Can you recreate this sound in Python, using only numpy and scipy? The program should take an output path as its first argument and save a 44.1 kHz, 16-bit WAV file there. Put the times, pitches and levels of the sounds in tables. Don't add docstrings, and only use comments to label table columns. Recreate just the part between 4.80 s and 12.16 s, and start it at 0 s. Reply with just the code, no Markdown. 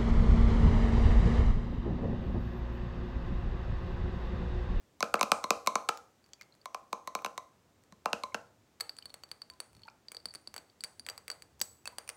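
import sys
import numpy as np
from scipy import signal
from scipy.fft import rfft, irfft, next_fast_len
from scipy.io import wavfile
from scipy.ndimage import uniform_filter1d

SR = 44100
rng = np.random.default_rng(int(sys.argv[2]) if len(sys.argv) > 2 else 0)


def master_out(mix):
    frames = np.transpose(np.atleast_2d(mix))
    ceiling = np.clip(frames, -1, 1)
    pcm = np.round(ceiling * 32767).astype(np.int16)
    wavfile.write(sys.argv[1], SR, pcm)


def makeup_ratio(level_db):
    decades = np.asarray(level_db, float) / 20
    return 10 ** decades


N = 324576
TAP_LENGTH = 3000
CENTRE_HZ = 1160
TICK_WET_DB = -1.4
FIRST_TOUCH = 2.0


def at_hz(points, hz):
    points = np.array(points)
    return np.interp(np.log(hz), np.log(points[:, 0]), points[:, 1])


def rms_one(x):
    return x / np.sqrt(np.mean(x ** 2) + 1e-20)


def energy_one(x):
    return x / np.sqrt(np.sum(x ** 2) + 1e-20)


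def add(track, s, sound):
    i = round(s * SR)
    track[i:i + len(sound)] += sound[:N - i]


def filtered(order, hz, kind, x):
    return signal.sosfilt(signal.butter(order, hz, kind, fs=SR, output="sos"), x)


def struck(modes, chance, vary_db, detune, contact_s):
    t = np.arange(TAP_LENGTH) / SR
    out = np.zeros(TAP_LENGTH)
    for (hz, level_db, t60), (a, b) in zip(modes, chance):
        fade = np.exp(-np.log(1000) * t / t60)
        tone = np.sin(2 * np.pi * hz * (1 + detune * b) * t)
        out += makeup_ratio(level_db + vary_db * a) * fade * tone
    return energy_one(out * (1 - np.exp(-t / contact_s)))


def causal(colour):
    hz = np.maximum(np.arange(513) * SR / 1024, 1)
    cepstrum = irfft(np.log(makeup_ratio(at_hz(colour, hz))))
    cepstrum[1:512] *= 2
    cepstrum[513:] = 0
    return irfft(np.exp(rfft(cepstrum)))[:400]


def crack(response, noise, t60, after_db, after_t60):
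    t = np.arange(len(noise)) / SR
    burst = noise * (makeup_ratio(-60 * t / t60) + makeup_ratio(after_db - 60 * t / after_t60))
    return energy_one(np.convolve(burst, response))


def rumble_gain():
    # centre in seconds, peak in dB, length in seconds.
    swells = [(0.5, -69, 0.36), (3.5, -73, 0.58), (4.419, -81, .08), (4.761, -80, 0.054),
              (4.958, -65.5, 0.073), (5.47, -71, .08), (5.722, -71, 0.043), (6.3, -70.5, 0.16),
              (6.968, -68.5, 0.34)]
    t = np.arange(N) / SR
    steps = rng.standard_normal(N // 4410 + 2)
    gain = makeup_ratio(-83.5 - 1.5 * np.interp(t * 10, np.arange(len(steps)), steps))
    return gain + sum(makeup_ratio(db) * np.exp(-((t - s) / length) ** 2) for s, db, length in swells)


def air():
    # frequency in Hz, density in dB per Hz.
    noise_colour = [(15, -41.5), (30, -4), (70, 3.5), (330, 0.5), (3000, -16), (7700, -18), (10000, -25.5),
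                    (16000, -25.5)]
    size = next_fast_len(N)
    hz = np.maximum(np.arange(size // 2 + 1) * SR / size, 1)
    hiss = irfft(rfft(rng.standard_normal(size)) * makeup_ratio(at_hz(noise_colour, hz)), size)[:N]
    low = filtered(2, [60, 110], "band", rng.standard_normal(N))
    return makeup_ratio(-68.5) * rms_one(hiss) + rumble_gain() * rms_one(low)


def lid_contacts():
    # start in seconds, plate energy in dB, plate pitch in Hz,
    # fingertip weight on the air below in dB, nail edge in dB.
    drumming = [(0.206, -10.5, 970, -51, 3), (0.2273, -2, 1170, 2.5, 2), (0.341, 2, 1245, -1.5, -4.5),
                (0.4111, 1.5, 1093, -9, 0.5), (0.4298, -5, 1170, 7, 5.5), (0.5181, 4, 1174, -1, 1),
                (0.641, -6, 996, -10, -0.5), (0.7059, 1.5, 1172, 0, 3.5), (0.873, 2, 1023, -5.5, 0.5),
                (0.9554, 0, 1083, -7, 0), (1.0888, -4, 1140, -4.5, 2.5), (1.0911, -5, 1132, -4.5, 2),
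                (1.857, -15, 994, -45, -1), (1.946, -10, 1148, -18, -3), (2.129, -6.5, 1102, -4.5, -2.5),
                (2.2747, -11.5, 927, -15, -0.5), (2.3512, -6.5, 1080, -5.5, 0.4),
                (2.447, -8, 1085, -7, 0.2), (2.4615, -15, 1294, 3, 2), (2.578, -12, 960, -31, 1),
                (3.2579, -2, 1160, -5, -6), (3.331, -7, 1316, 6, 5), (3.436, -8.5, 992, -10, -0.5),
                (3.5449, -8.5, 1280, 3, 0)]
    # start in seconds, plate energy in dB, plate pitch in Hz, nail edge in dB.
    grazes = [(0.2424, -30.5, 1170, 9.5), (0.3555, -19, 1170, 3), (0.3948, -20, 1080, 5),
              (0.6329, -25, 980, -7), (0.8629, -24.5, 1150, 7.5), (2.389, -27, 1170, -8),
              (2.4208, -27, 1080, -8), (3.1239, -32.5, 850, 2.5), (3.5493, -18.5, 1240, 2)]
    contacts = list(drumming)
    for s, plate_db, hz, edge_db in grazes:
        weight_db = -8.5 + 0.0222 * (hz - CENTRE_HZ)
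        contacts.append((s, plate_db, hz, weight_db, edge_db))
    rows = []
    for s, plate_db, hz, weight_db, edge_db in contacts:
        nail_db = plate_db + edge_db
        overtone_db = nail_db - 8.5 + 0.0172 * (hz - CENTRE_HZ)
        rows.append((s, plate_db, hz, plate_db + weight_db, overtone_db, nail_db - 5.5))
    return rows


def lid_plate(hz, lightness_db, chance):
    # multiple of plate pitch, level in dB, t60 in seconds.
    pressed = [(1.03, 8.5, 0.0075), (.78, 1.5, 0.0099), (.62, -12, 0.004), (1.25, -13, 0.0039)]
    # frequency in Hz, level in dB, t60 in seconds.
    free_ring = [(1045, -8, 0.05), (2230, -25.5, 0.021), (4200, -26.5, .02), (6120, -29.5, 0.02)]
    firmness = 1 + max(hz - CENTRE_HZ, 0) / 900
    modes = [(k * hz, level_db, t60 / firmness) for k, level_db, t60 in pressed]
    muting_db = 0.1 * max(hz - 1090, 0)
    for f, level_db, t60 in free_ring:
        lift_db = 0.2 * (lightness_db - 7) if f > 2 * hz else 0
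        modes.append((f, level_db - muting_db + lift_db, t60))
    steady = np.array([(0.89, 1)] * len(pressed) + [(0.99, .12)] * len(free_ring))
    return struck(modes, chance * steady, vary_db=1.5, detune=0.063, contact_s=.0012)


def lid_cavity(track, s, plate_db, cavity_db, chance):
    # frequency in Hz, level in dB, t60 in seconds, share of the fingertip weight it follows.
    air_modes = [(212, -6.5, 0.022, 1), (475, 0, 0.011, .4), (662, -3, 0.0068, .8)]
    weight_db = max(cavity_db - plate_db, -34)
    for k, ((f, level_db, t60, share), (a, b)) in enumerate(zip(air_modes, chance)):
        swing = struck([(f, 0, t60)], [(0, b)], 0, detune=.03, contact_s=.4 / f)
        gain = makeup_ratio(plate_db + share * weight_db + level_db - 8.5 + 1.6 * a)
        add(track, s + .2 / f, -(-1) ** k * gain * swing)


def lid():
    # multiple of plate pitch, level in dB, t60 in seconds.
    overtone_modes = [(2.1, 6, 0.0084), (1.85, -14, 0.011), (2.45, -16, 0.0069)]
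    # frequency in Hz, level in dB, t60 in seconds.
    metal_modes = [(3890, -2.5, 0.019), (4290, 0, 0.0099), (5960, -3.5, .007), (6476, -4.5, 0.0054),
                   (7930, -10, 0.0044)]
    # frequency in Hz, level in dB.
    metallic_colour = [(2400, -5), (3250, -12), (4150, 0.5), (5200, -6.5), (6300, -2.5), (8000, -8.5),
                       (11300, -14), (16500, -22.5)]
    # frequency in Hz, level in dB.
    plain_colour = [(2500, -8.5), (4200, 2.5), (5200, 0), (6500, -1.5), (8000, -6.5), (11300, -13),
                    (14000, -16.5), (16500, -23)]
    out, ticks, wet, plate = np.zeros((4, N))
    metallic = energy_one(causal(metallic_colour))
    plain = energy_one(causal(plain_colour))
    taps = lid_contacts()
    chance = rng.standard_normal((len(taps), 3, 8, 2))
    noise = rng.standard_normal((len(taps), 1500))
    for (s, plate_db, hz, cavity_db, over_db, tick_db), c, n in zip(taps, chance, noise):
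        rim = np.interp(hz, [1060, 1170], [0, 1])
        tick = (1 - rim) * metallic + rim * plain
        add(plate, s + 0.00078, makeup_ratio(plate_db + 1.98) * lid_plate(hz, plate_db - cavity_db, c[0]))
        lid_cavity(out, s, plate_db, cavity_db, c[1])
        upper = [(k * hz, level_db, t60) for k, level_db, t60 in overtone_modes]
        overtones = -makeup_ratio(over_db + 1.4) * struck(upper, c[2], vary_db=4.5, detune=0.017, contact_s=.0005)
        add(ticks, s, overtones)
        add(wet, s, makeup_ratio(-1) * overtones)
        metal = struck(metal_modes, c[2, 3:], vary_db=3.0, detune=.02, contact_s=.0002)
        add(out, s, (1 - rim) * makeup_ratio(tick_db - 5) * metal)
        nail = crack(tick, np.r_[FIRST_TOUCH, n], t60=.0018, after_db=-21, after_t60=0.028)
        add(ticks, s, makeup_ratio(tick_db - 0.87) * nail)
        add(wet, s, makeup_ratio(tick_db + TICK_WET_DB) * energy_one(tick))
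    out = out + filtered(4, 520, "high", plate + 1e-18)
    return np.array([out + ticks, out + wet])


def soft_tones(events):
    out = np.zeros(N)
    for s, hz, energy_db, t60, swell_s in events:
        add(out, s, makeup_ratio(energy_db) * struck([(hz, 0, t60)], [(0, 0)], 0, 0, swell_s))
    return out


def accents():
    # start in seconds, frequency in Hz, energy in dB, t60 in seconds, swell in seconds.
    accent_tones = [(5.462, 216, -36, 0.034, .003), (5.556, 320, -38, 0.029, .003),
                    (5.678, 240, -37, 0.026, 0.0028), (5.768, 400, -37, .02, .002),
                    (5.786, 300, -35, 0.023, 0.0027), (6.2, 250, -38, 0.027, .003),
                    (6.806, 310, -32.5, 0.033, .003), (7.298, 380, -44, 0.023, 0.0023),
                    (0.39, 2150, -20, .025, .001), (1.0915, 726, -13, 0.01, 0.00069),
                    (1.0912, 2480, -8, 0.007, .0002), (4.7115, 7800, -41, 0.0022, 0.00011),
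                    (5.1, 5200, -41, 0.0022, 0.00011), (1.5345, 3380, -31, .004, 0.00018),
                    (5.9, 3500, -47, .003, .0001), (6.7945, 13000, -40, .0015, .0001),
                    (6.8148, 10100, -25, 0.0026, 0.00012), (0.706, 3700, -12.5, .004, .0001),
                    (0.874, 760, -15, 0.011, .0008), (6.039, 1340, -24, 0.0036, 0.00013),
                    (5.349, 530, -37, .012, .001), (5.37, 500, -34, .012, .001),
                    (6.8146, 13300, -13, 0.0031, .0001), (6.814, 15000, -14, .003, .0001),
                    (6.8196, 13800, -24, .004, .0001), (7.2772, 2400, -33, 0.011, .0003),
                    (7.293, 2520, -24, 0.0078, .0003), (2.3897, 2400, -27.5, 0.011, .0004),
                    (2.352, 4300, -26, 0.059, .001)]
    return soft_tones(accent_tones)


def brushes():
    # start in seconds, frequency in Hz, energy in dB, t60 in seconds, swell in seconds.
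    brush_tones = [(1.857, 5900, -30, .012, .0002), (1.857, 3490, -33, .012, .0002),
                   (2.351, 15200, -30, .002, .0001), (2.4215, 14800, -42, .004, .0001),
                   (2.129, 6470, -25, .006, .0002), (3.3, 9000, -44, .001, .0001),
                   (3.672, 4500, -50, .02, .001), (4.0075, 13220, -27, .06, .0002),
                   (4.095, 13000, -42, .04, .0002), (4.1848, 9000, -38, .0012, .0001),
                   (4.226, 13300, -47, .012, .0002), (4.2965, 3700, -41, .01, .0003),
                   (4.5185, 9000, -38, .003, .0001), (5.3182, 15200, -33, .008, .0001),
                   (5.319, 2300, -31, .005, .0002), (5.4563, 15000, -35, .012, .0001),
                   (5.481, 4560, -36, .03, .003), (5.496, 4600, -36, .02, .002),
                   (6.038, 15300, -30, .008, .0001), (6.203, 6000, -45, .001, .0001),
                   (6.354, 3500, -47, .002, .0001), (6.623, 15200, -43, .015, .0002),
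                   (7.124, 14500, -48, .002, .0001), (0.518, 8800, -8, .0015, .0001)]
    return soft_tones(brush_tones)


def pings():
    # start in seconds, frequency in Hz, energy in dB, t60 in seconds, swell in seconds.
    ping_tones = [(1.594, 2420, -39, 0.067, .004), (1.613, 2190, -25, 0.018, 0.0014),
                  (1.7235, 4200, -38, 0.015, 0.00087), (1.741, 4130, -47, 0.019, 0.0008),
                  (0.641, 4200, -23, 0.03, 0.00092), (0.874, 4040, -18, 0.031, .001),
                  (2.278, 4170, -35, 0.055, 0.0011), (2.124, 760, -29, 0.018, 0.0035),
                  (3.118, 186, -28, 0.056, 0.0056), (3.252, 712, -26, 0.034, 0.0045),
                  (3.26, 2730, -24, 0.097, .001), (3.334, 2540, -21, 0.065, 0.0017),
                  (3.521, 2180, -34, 0.027, .001), (4.224, 3016, -30.5, 0.014, 0.00028),
                  (4.232, 2370, -46, .08, 0.0035), (4.707, 1020, -33.5, 0.19, 0.0036),
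                  (4.971, 161, -33.5, 0.03, 0.0048), (5.035, 3170, -34.5, 0.011, 0.00022),
                  (5.054, 900, -31.5, 0.056, 0.0054), (5.08, 1390, -23.5, 0.025, 0.00027),
                  (5.083, 900, -26, 0.013, 0.001), (5.085, 2440, -28.5, 0.013, 0.00044),
                  (7.056, 2620, -20, 0.031, 0.001), (7.126, 980, -32, 0.041, .003)]
    return soft_tones(ping_tones)


def wall_contacts():
    # start in seconds, first ring in dB, knock in dB,
    # nail in dB.
    wrapped = [(1.174, -37, -31, -24.5), (1.534, -30.5, -48, -24), (1.612, -34, -27, -29.5),
               (1.621, -39, -40, -33), (1.631, -40, -50, -45.5), (6.8023, -32, -39, -25)]
    # start in seconds, first ring in dB, click in dB.
    touches = [(1.4418, -40.5, -49), (1.4623, -46.5, -45), (1.49, -52, -49), (1.7403, -46.5, -57.5),
               (1.7512, -62, -45), (1.815, -38, -54.5), (3.0373, -52.5, -43), (4.1746, -44, -58),
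               (4.296, -38, -41), (4.3028, -28.5, -41), (4.4902, -49, -43), (4.7365, -39, -43),
               (4.931, -58, -42), (4.95, -40, -41), (4.967, -42, -41), (4.994, -44, -48), (5.019, -40, -44),
               (5.034, -28.5, -50), (5.052, -37, -60), (5.0714, -47, -42.5), (5.0841, -32.5, -49),
               (5.4013, -36, -46), (5.5066, -24.5, -62), (5.8988, -39.5, -60), (6.249, -36, -64),
               (6.598, -50, -49.5), (6.7945, -58, -44)]
    # start in seconds, first ring in dB, knock in dB, nail in dB, place as second ring over third in dB.
    wall_taps = [ (4.001, -26, -26, -34.5, 4), (4.0073, -10, -13.5, -21, 5), (4.0096, -9, -19, -22.5, 6),
                 (4.094, -13, -25, -36.5, 3), (4.1669, -38, -55, -36, 29), (4.187, -20, -29, -34, -23),
                 (4.2252, -28, -46, -45, 13), (4.2564, -19, -28.5, -31.5, -3), (4.3414, -24, -23, -30, 4),
                 (4.436, -22.5, -26, -36, 13), (4.515, -16.5, -22.5, -31, -3),
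                 (4.6185, -17, -29.5, -38, -4), (4.7, -22.5, -29, -37, -7),
                 (4.8024, -16, -19.5, -21.5, -4),
                 (5.2842, -20.5, -41, -44.5, 3.5), (5.3182, -27, -26.5, -28.5, -3),
                  (5.3472, -23.5, -28, -36.5, 6), (5.3682, -17, -31, -40, 1),
                  (5.4563, -11.5, -24.5, -25, -3), (5.4864, -23, -39, -60, 4),
                  (5.539, -49, -28.5, -32.5, -2), (5.55, -23, -28, -29.5, -4),
                  (5.5553, -19.5, -30, -34, -20), (5.674, -17.5, -33, -34.5, 1),
                  (5.7411, -29.5, -22, -31, 4), (5.7635, -21, -18, -27, 6), (5.7797, -21, -24.5, -29.5, 14),
                  (6.007, -20, -40, -31, 7), (6.038, -18.5, -18.5, -17.5, 1), (6.0447, -15.5, -26, -37, -3),
                  (6.1957, -20, -35, -31.5, -16), (6.265, -32, -20, -27, 7), (6.2877, -17, -13, -25, 14),
                  (6.2989, -18, -22, -23, 16), (6.3779, -22, -24, -29, 11),
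                 (6.4804, -25, -18, -28.5, -1), (6.5013, -12, -15, -22.5, 8), (6.5149, -16.5, -29, -27, 3),
                (6.6221, -27, -29.5, -33.5, 5), (6.815, -9.5, -29, -6.5, 39.5),
                (6.821, -28.5, -39, -36, 18.5), (6.8187, -34, -36, -17.5, 20),
                (6.8215, -29, -46.5, -22, 25), (7.056, -28, -24, -26, 7), (7.0712, -44, -34, -36.5, -11),
                (7.0753, -14.5, -17, -24, 5), (7.184, -18, -16, -21.5, -5), (7.2774, -45, -32, -34, -17),
                (7.291, -45, -18, -19.5, -28), (7.2991, -28, -21.5, -28, -1)]
    rows = []
    for s, first_db, knock_db, nail_db, place_db in wall_taps:
        rings_db = nail_db + 3
        second_db = rings_db - 10 * np.log10(1 + makeup_ratio(-2 * place_db))
        third_db = rings_db - 10 * np.log10(1 + makeup_ratio(2 * place_db))
        rows.append((s, first_db, second_db, third_db, knock_db, nail_db))
    for s, first_db, click_db in touches:
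        nail_db = click_db - 4
        rows.append((s, first_db, nail_db - 5.5, nail_db - 5.5, click_db, nail_db))
    for s, first_db, knock_db, nail_db in wrapped:
        rows.append((s, first_db, nail_db - 24, nail_db - 24, knock_db, nail_db))
    return rows


def upper_rings(second_db, third_db, chance):
    # frequency in Hz, level in dB, t60 in seconds.
    second_pair = [(7944, -3, 0.032), (7800, -7.5, .018)]
    # frequency in Hz, level in dB, t60 in seconds.
    third_pair = [(9140, 2, 0.023), (9300, 1, 0.023)]
    # frequency in Hz, level in dB, t60 in seconds.
    highest = [(13380, 0, .024), (15150, 0, .014), (13800, -7, .012)]
    second = struck(second_pair, chance[1], vary_db=2.5, detune=0.0052, contact_s=0.00032)
    third = struck(third_pair, chance[2], vary_db=5.0, detune=0.004, contact_s=.0001)
    high = struck(highest, chance[3], vary_db=3.0, detune=.006, contact_s=.0001)
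    high_gain = makeup_ratio(-16.5) * np.hypot(makeup_ratio(second_db), makeup_ratio(third_db))
    return -makeup_ratio(second_db - 2.5) * second + makeup_ratio(third_db + 2.05) * third + high_gain * high


def wall():
    # time in seconds, frequency in Hz.
    glass_pitch = [(1.8, 4610), (4.0, 4490), (4.09, 4600), (4.19, 4570), (4.3, 4370), (4.35, 4380),
                   (4.43, 4590), (4.8, 4545), (5.03, 4400), (5.285, 4650), (5.46, 4570), (6.04, 4610),
                   (6.29, 4685), (6.62, 4600), (6.82, 4670), (7.075, 4540), (7.18, 4670)]
    # frequency in Hz, level in dB.
    tick_colour = [(3500, -3.5), (5500, 7), (7000, 4), (9000, -10.5), (11000, -18), (13500, -18),
                   (15300, -8.5), (17000, 0)]
    # frequency in Hz, level in dB.
    knock_colour = [(200, -17.5), (500, -1), (1000, 1), (1600, 2), (2500, -1.5), (3500, -5.5), (5000, -14)]
    out, ticks, wet = np.zeros((3, N))
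    taps = wall_contacts()
    tick, knock = causal(tick_colour), causal(knock_colour)
    choke = np.exp(-(np.arange(TAP_LENGTH) / SR / 0.029) ** 2)
    chance = rng.standard_normal((len(taps), 4, 3, 2))
    noise = rng.standard_normal((len(taps), 2, 1500))
    for (s, first_db, second_db, third_db, knock_db, tick_db), c, n in zip(taps, chance, noise):
        hz = np.interp(s, *np.transpose(glass_pitch))
        soft_s = 0.000067 * makeup_ratio(2.4 * np.clip(first_db - tick_db - 27.5, 0, 15))
        first = struck([(hz, 0, 0.024 * makeup_ratio(2.5 * c[0, 2, 0]))], c[0], 0, .003, soft_s)
        ring = makeup_ratio(first_db + 0.3) * energy_one(choke * first)
        add(ticks, s, ring)
        add(wet, s, makeup_ratio(-0.5) * ring)
        twin = struck([(hz * 1.022, 0, 0.27)], c[0], 0, 0.0031, soft_s)
        add(out, s, makeup_ratio(first_db - 36 + c[0, 1, 0]) * twin)
        add(out, s, upper_rings(second_db, third_db, c))
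        thump = crack(knock, np.r_[FIRST_TOUCH, n[0]], t60=0.004, after_db=-16.0, after_t60=0.025)
        nail = crack(tick, np.r_[FIRST_TOUCH, n[1]], t60=0.0019, after_db=-25.0, after_t60=0.042)
        add(ticks, s, makeup_ratio(knock_db - 1.5) * thump)
        add(ticks, s, makeup_ratio(tick_db + 1.5) * nail)
        add(wet, s, makeup_ratio(knock_db + 1.5) * energy_one(knock))
        add(wet, s, makeup_ratio(tick_db + TICK_WET_DB) * energy_one(tick))
    return np.array([out + ticks, out + wet])


def spread(x, count=5):
    bend = np.tan(np.pi * 300 / SR)
    a = (1 - bend) / (1 + bend)
    return signal.sosfilt([[-a, 1, 0, 1, -a, 0]] * count, x + 1e-18)


def room(x):
    # frequency in Hz, t60 in seconds.
    decay = [(150, 0.063), (500, 0.45), (1200, 0.34), (3000, 0.29), (7000, 0.4), (14000, 0.54)]
    # frequency in Hz, level in dB.
    tail_colour = [(150, 6), (500, 6), (720, 5), (1200, 3.5), (2000, 2), (3000, -3.5), (7000, 0),
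                   (15000, -8.5)]
    # frequency in Hz, level in dB, t60 in seconds.
    standing_waves = [(478, -17, 0.34), (776, -30.5, .4)]
    t = np.arange(SR // 2) / SR
    borders = 100 * 2 ** np.arange(0, 7.6, .5)
    white = rng.standard_normal((2, len(t)))
    tail = np.zeros(len(t))
    for k, (low, high) in enumerate(zip(borders, borders[1:])):
        hz = np.sqrt(low * high)
        band = filtered(2, [low, high], "band", white[k % 2])
        power = uniform_filter1d(band ** 2, int(max(.006, 2.5 / (high - low)) * SR))
        band = band / power ** 0.35 * np.std(band) ** 0.7
        tail += makeup_ratio(at_hz(tail_colour, hz) - 60 * t / at_hz(decay, hz)) * band
    for hz, level_db, t60 in standing_waves:
        tail += makeup_ratio(level_db - 60 * t / t60) * np.sin(2 * np.pi * hz * t)
    tail = tail * np.clip(t / 0.0045 - .6, 0, 1)
    return makeup_ratio(-15.5) * signal.fftconvolve(x, energy_one(tail))[:N]


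def scene():
    jar = spread(lid() + wall() + pings() + accents() + brushes())
    direct, sent = filtered(3, 150, "high", jar)
    return (direct + room(sent) + air())[None, :]


def top_cut(x):
    return signal.sosfilt(signal.butter(12, 17040, fs=SR, output="sos"), x)


def record(dry):
    x = filtered(2, 70, "high", dry)
    x = signal.sosfilt(signal.cheby2(10, 60, 17300, fs=SR, output="sos"), x)
    return top_cut(x)


dry = scene()
out = record(dry)
master_out(out)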